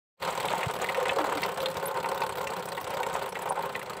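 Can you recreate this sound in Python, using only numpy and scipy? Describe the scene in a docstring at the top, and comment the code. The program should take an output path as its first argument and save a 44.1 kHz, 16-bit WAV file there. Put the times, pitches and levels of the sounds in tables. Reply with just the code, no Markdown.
"""Motorcycle chain running down

A motorcycle on its stand, the rear wheel spinning and slowly losing speed; one microphone, close to
the steel chain case. Every link ticks onto the sprocket and sets the case ringing. The slack chain
rattles, slaps, knocks and drags against it, snaps tight and squeaks twice. The drive rumbles
underneath, and the microphone is bumped once."""
import sys
import numpy as np
from scipy import signal
from scipy.fft import rfft, irfft
from scipy.io import wavfile
from scipy.ndimage import uniform_filter1d

SR = 44100
rng = np.random.default_rng(int(sys.argv[2]) if len(sys.argv) > 2 else 0)


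def digitize_waveform(pressure):
    """Quantize a signal to 16-bit integers and store it at the path in sys.argv[1].

    Rows of a 2-D input are taken as channels; values are limited to [-1, 1].
    """
    field = np.atleast_2d(pressure).T
    bounded = np.clip(field, -1, 1)
    quanta = np.round(bounded * 32767).astype(np.int16)
    wavfile.write(sys.argv[1], SR, quanta)


N = 176400
TIME = np.arange(N) / SR
CUTOFF_HZ = 15700
MODE_SPREAD_DB = 2.2  # no two contacts excite a mode equally

# Modes of the hollow chain case: pitch_hz, level_db, t60_s
CASE_MODES = [(288, -22.5, 0.072), (396.2, -5.5, 0.11), (461, -5.5, 0.11), (505.7, -4, 0.17),
              (549.3, -4, 0.17), (739.6, -5.5, 0.093), (789.6, 0, 0.031), (872, -4, 0.12), (937, 1, 0.071),
              (1058.3, -5, 0.12), (1234, -7, 0.056), (1386, -11.5, 0.11), (1503, -7.5, 0.074)]


def from_db(db):
    """Decibels to gain."""
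    return 10 ** (np.asarray(db) / 20)


def unit_rms(x):
    """Scale to unit power."""
    return x / np.sqrt(np.mean(x ** 2) + 1e-20)


def fader(rows):
    """Gain over time from rows of time_s, level_db."""
    return from_db(np.interp(TIME, *np.transpose(rows)))


def scatter(shape):
    """Normal random values, held within two standard deviations."""
    return np.clip(rng.standard_normal(shape), -2, 2)


def noise(colour):
    """Unit noise shaped by rows of freq_hz, density_db; it falls steeply below the first row."""
    hz, db = np.transpose(colour)
    log_hz = np.log(np.maximum(np.arange(N // 2 + 1) * SR / N, 1))
    bass_cut_db = 40 * np.maximum(np.log(hz[0]) - log_hz, 0)
    gain = from_db(np.interp(log_hz, np.log(hz), db) - bass_cut_db)
    return unit_rms(irfft(rfft(rng.standard_normal(N)) * gain, N))


def wobble(hz):
    """Random unit wavering up to the given rate."""
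    lowpass = signal.butter(2, hz, fs=SR, output="sos")
    return unit_rms(signal.sosfilt(lowpass, rng.standard_normal(N)))


def impulses(times_s, db):
    """One impulse for each contact."""
    out = np.zeros(N)
    inside = (times_s >= 0) & (times_s < N / SR)
    np.add.at(out, (times_s[inside] * SR).astype(int), from_db(db)[inside])
    return out


def decay_envelope(hits, t60_s):
    """Envelope of contacts whose energy dies away."""
    energy_kept = from_db(-60 / (t60_s * SR)) ** 2
    return np.sqrt(signal.lfilter([1], [1, -energy_kept], hits ** 2 + 1e-18))


def bass_cut(x, low_hz=226):
    """Take away the bass below the given pitch."""
    return signal.sosfilt(signal.butter(2, low_hz, "high", fs=SR, output="sos"), x)


def blows(rows, modes, focus_db_per_oct, rebound_s, rebound_db):
    """The chain lands and rebounds; each blow shifts the modes to its pitch and favours those near it."""
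    mode_hz, mode_db, t60_s = np.transpose(modes)[:, :, None]
    t = TIME[TIME < t60_s.max()]
    out = np.zeros(N + SR)
    for start_s, level_db, pitch_hz in rows:
        nearest_hz = mode_hz.flat[np.argmin(abs(np.log(mode_hz / pitch_hz)))]
        hz = mode_hz * pitch_hz / nearest_hz
        focused_db = level_db + mode_db - focus_db_per_oct * abs(np.log2(hz / pitch_hz))
        for delay_s, touch_db in ((0, 0), (rebound_s, rebound_db)):
            strength_db = focused_db + touch_db + MODE_SPREAD_DB * rng.uniform(-1, 1, hz.shape)
            polarity = rng.choice([-1, 1], hz.shape)
            ringing = polarity * from_db(strength_db - 60 * t / t60_s) * np.sin(2 * np.pi * hz * t)
            start = int((start_s + delay_s) * SR)
            out[start:start + len(t)] += ringing.sum(axis=0)
    return bass_cut(out[:N])


def drive_rumble(links, depth=.99):
    """Low running noise of the drive, throbbing with the links."""
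    # Spectrum of the rumble: freq_hz, density_db
    colour = [(35, -48), (60, -9.5), (120, -6), (175, 2), (245, -11), (330, -7.5), (600, -3), (1500, -40.5)]
    throb = 1 - depth + depth * unit_rms(decay_envelope(links, t60_s=.11))
    return from_db(-44) * uniform_filter1d(throb, size=600) * noise(colour)


def microphone_bump(middle_s=.673, width_s=.0046, pitch_hz=125):
    """A soft, low thud on the microphone."""
    t = TIME - middle_s
    return from_db(-23) * np.exp(-.5 * (t / width_s) ** 2) * np.cos(2 * np.pi * pitch_hz * t)


def chain_drag(loose, start_s=1.114, end_s=1.361):
    """A grainy scrape sets in, holds and fades while the chain drags along the case."""
    # Spectrum of the scrape: freq_hz, density_db
    colour = [(330, -0.5), (430, 3), (1300, -1), (1800, -10.5), (5000, -60)]
    progress = np.clip((TIME - start_s) / (end_s - start_s), 0, 1)
    pressure = np.sqrt(abs(np.sin(np.pi * progress)))
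    grain = unit_rms(decay_envelope(loose, t60_s=.06))
    return from_db(-31) * pressure * grain * noise(colour)


def case_swells():
    """The chain rubs the case and one of its resonances swells into a hollow, wavering hum."""
    # Rubs on the case: middle_s, length_s, level_db, pitch_hz
    rubs = [(.987, 0.019, -25, 535), (1.028, 0.055, -23, 515), (1.22, 0.078, -32, 306),
            (1.372, 0.041, -32, 293), (1.655, 0.17, -29.5, 527.3)]
    wavering_time = np.cumsum(1 + .0254 * wobble(hz=69)) / SR
    hum = np.zeros(N)
    for middle_s, length_s, level_db, pitch_hz in rubs:
        arch = np.cos(np.pi * np.clip((TIME - middle_s) / length_s, -.5, .5))
        hum += from_db(level_db) * arch * np.sin(2 * np.pi * pitch_hz * wavering_time)
    return hum * (1 + .3 * wobble(hz=55))


def link_squeaks(echo_db=-4, echo_t60_s=.04):
    """A dry link squeaks, steel on steel: a thin, rough glide that echoes briefly inside the case."""
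    # Points along each squeak: time_s, pitch_hz, level_db
    glides = [
        [(1.856, 9500, -50), (1.860, 9860, -34), (1.865, 10100, -44), (1.869, 11600, -38), (1.878, 14000, -34),
         (1.884, 14400, -54)],
        [(3.492, 10000, -51), (3.497, 9600, -41), (3.500, 9150, -31), (3.506, 8400, -48)],
    ]
    direct = np.zeros(N)
    for glide in glides:
        times_s, hz, db = np.transpose(glide)
        pitch_hz = np.interp(TIME, times_s, hz) * (1 + .022 * wobble(hz=900))
        envelope = np.interp(TIME, times_s, from_db(db), left=0, right=0)
        flutter = 1 + .45 * wobble(hz=350)
        direct += envelope * flutter * np.sin(2 * np.pi * np.cumsum(pitch_hz) / SR)
    t = TIME[TIME < echo_t60_s]
    echo = rng.standard_normal(len(t)) * from_db(-60 * t / echo_t60_s)
    return direct + from_db(echo_db) * signal.fftconvolve(direct, echo / np.linalg.norm(echo))[:N]


def link_snaps(t60_s=.055):
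    """A link snaps tight with a short, bright crack gathered around one pitch."""
    # Snaps of the chain: start_s, level_db, pitch_hz
    snaps = [(.307, -39.5, 7740), (.3526, -42, 7900), (.818, -34.5, 7300), (1.434, -30, 4430),
             (2.218, -33.5, 4130), (2.472, -41, 5700), (2.9442, -40.5, 4650), (3.1392, -35, 7900),
             (3.29, -40.5, 10200), (3.4206, -40, 10200)]
    out = np.zeros(N)
    for start_s, level_db, pitch_hz in snaps:
        band = signal.butter(1, [.93 * pitch_hz, 1.07 * pitch_hz], "band", fs=SR, output="sos")
        envelope = (TIME >= start_s) * from_db(level_db - 60 * abs(TIME - start_s) / t60_s)
        out += envelope * unit_rms(signal.sosfilt(band, rng.standard_normal(N)))
    return out


def chain_knocks():
    """The chain knocks on the wall of the case, dull and hollow."""
    # Knocks on the wall: start_s, level_db, pitch_hz
    knocks = [(.448, -23.5, 850), (.536, -23, 850), (1.163, -19.5, 466), (1.431, -31, 945),
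              (2.043, -23, 927), (2.219, -22.5, 955), (2.776, -30, 965), (2.945, -29, 594),
              (3.005, -24, 894), (3.153, -23, 855), (3.457, -28, 704), (3.507, -20, 814), (3.577, -24, 853)]
    return from_db(-.5) * blows(knocks, CASE_MODES, focus_db_per_oct=14.5, rebound_s=.016, rebound_db=-7)


def chain_slaps():
    """The slack chain slaps the steel, which rings brightly."""
    # Slaps on the steel: start_s, level_db, pitch_hz
    slaps = [(0.4845, -25, 3110), (.631, -22.5, 2070), (0.844, -22.5, 1867), (0.8889, -20.5, 1910),
             (.946, -25.5, 2210), (1.055, -27, 2254), (1.0934, -19.5, 2603), (1.4304, -21, 2224),
             (1.604, -29, 3500), (1.659, -20, 3660), (2.044, -28, 2200), (2.2184, -27.5, 2366),
             (2.471, -27.5, 2430), (2.775, -30.5, 1876), (3.0315, -26, 2225), (3.153, -34, 2360),
             (3.355, -27, 2120), (3.752, -24, 2173), (3.815, -29.5, 1890)]
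    # Modes of the steel where the chain lands: pitch_hz, level_db, t60_s
    steel_modes = [(1842, 0, .06), (2010, -1, .065), (2204, -2, .042), (2472, -2.5, .036), (2733, 2, .04),
                   (3158, 1.5, .022), (3596, -1.5, .038), (4085, 0, .034)]
    return from_db(-3) * blows(slaps, steel_modes, focus_db_per_oct=18, rebound_s=.0037, rebound_db=-6)


def loose_contacts(per_s=300, spread_db=6.5):
    """Loose rollers and plates touch at random."""
    touches = rng.random(N) < per_s / SR
    return touches * from_db(spread_db * scatter(N)) * rng.choice([-1, 1], N)


def roller_rattle(loose):
    """Fine clatter of the loose rollers: each touch is a dying burst of noise."""
    # Strength of the rattle: time_s, level_db
    strength = [(.23, -34.5), (1.25, -36.5), (2.2, -41.5), (2.7, -44), (3.2, -39), (3.95, -45.5)]
    # Spectrum of the rattle: freq_hz, density_db
    colour = [(350, 1.5), (700, 14.5), (1200, 10.5), (1600, 3.5), (2000, 4.5), (3300, -0.5), (5200, -17),
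              (7000, -16.5), (7900, -9.5), (9000, -19), (15000, -39)]
    return from_db(1) * fader(strength) * unit_rms(decay_envelope(loose, t60_s=.081)) * noise(colour)


def link_contacts(links_per_s=40.55, slowing_per_s2=3.03, jitter_s=.001):
    """Links meet the sprocket at a steadily falling rate; each roller then seats with a weaker touch."""
    links_passed = links_per_s * TIME - slowing_per_s2 * TIME ** 2 / 2
    link = np.arange(int(links_passed[-1]) + 1)
    meet_lag, seat_lag, meet_force, seat_force = rng.standard_normal((len(link), 4)).T
    meet_s = np.interp(link, links_passed, TIME) + jitter_s * meet_lag
    seat_s = np.interp(link + .52 + .17 * seat_lag, links_passed, TIME)  # about half a link later
    return impulses(meet_s, db=1.8 * meet_force) + impulses(seat_s, db=-11 + 4.5 * seat_force)


def link_ticks(links, rise_s=.0014, tint_db=3.6):
    """Each link ticks on the sprocket, short and bright, with its own tint in every band."""
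    # Strength of the ticks: time_s, level_db
    strength = [(.23, -47.5), (1.2, -47), (3.2, -49), (3.97, -51.5)]
    # Spectrum of a tick: freq_hz, density_db
    colour = [(500, 3.5), (1200, 14.5), (2400, 6), (4200, 7.5), (5300, -0.5), (6800, -2.5), (7900, 5),
              (9000, -1.5), (12300, -6), (14000, 1.5), (15500, -4)]
    edges_hz = np.r_[0, np.geomspace(1600, CUTOFF_HZ, num=11)]
    hz = np.arange(N // 2 + 1) * SR / N
    rise_pole = np.exp(-1 / (rise_s * SR))
    spectrum = rfft(noise(colour))
    out = np.zeros(N)
    for low, high in zip(edges_hz, edges_hz[1:]):
        tinted = links * from_db(tint_db * scatter(N))
        envelope = signal.lfilter([1 - rise_pole], [1, -rise_pole], decay_envelope(tinted, t60_s=.036))
        out += envelope * irfft(spectrum * (hz >= low) * (hz < high), N)
    return from_db(5) * fader(strength) * unit_rms(out)


def chain_case(links, loose):
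    """The hollow case rings as every contact strikes each mode with a strength of its own."""
    # How hard the chain shakes the case: time_s, level_db
    shake = [(.23, -37.5), (.75, -38), (.85, -34), (1.45, -35), (1.76, -39.5), (1.83, -32.5), (2.25, -34),
             (2.4, -36), (2.88, -42), (3.0, -35), (3.25, -36.5), (3.38, -40), (3.6, -36), (3.9, -44)]
    hits = links + from_db(-9.5) * loose
    struck = np.flatnonzero(hits)
    spread_db = MODE_SPREAD_DB * scatter((4096, len(CASE_MODES)))
    ringing = np.zeros(N)
    for k, (pitch_hz, level_db, t60_s) in enumerate(CASE_MODES):
        force = hits + 1e-18
        force[struck] *= from_db(level_db + np.resize(spread_db[:, k], len(struck)))
        radius, angle = from_db(-60 / (t60_s * SR)), 2 * np.pi * pitch_hz / SR
        poles = [1, -2 * radius * np.cos(angle), radius ** 2]
        ringing += (-1) ** k * signal.lfilter([0, np.sin(angle)], poles, force)
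    return from_db(1.5) * fader(shake) * unit_rms(bass_cut(ringing))


def scene():
    """All sources at one microphone, close to the chain case."""
    links, loose = link_contacts(), loose_contacts()
    running = link_ticks(links) + roller_rattle(loose) + chain_case(links, loose) + drive_rumble(links)
    slack = chain_drag(loose) + chain_slaps() + link_snaps() + chain_knocks() + case_swells()
    return (running + slack + link_squeaks() + microphone_bump())[None]


def record(dry):
    """A moment of silence, a quick fade-in, and a steep cut of the top treble."""
    # Opening fade: time_s, level_db
    fade_in = [(.17, -52), (.205, -15), (.222, -0.5)]
    opened = dry * fader(fade_in) * (TIME > fade_in[0][0])
    lowpass = signal.ellip(10, .2, 80, CUTOFF_HZ, fs=SR, output="sos")
    return signal.sosfilt(lowpass, opened)


dry = scene()
out = record(dry)
digitize_waveform(out)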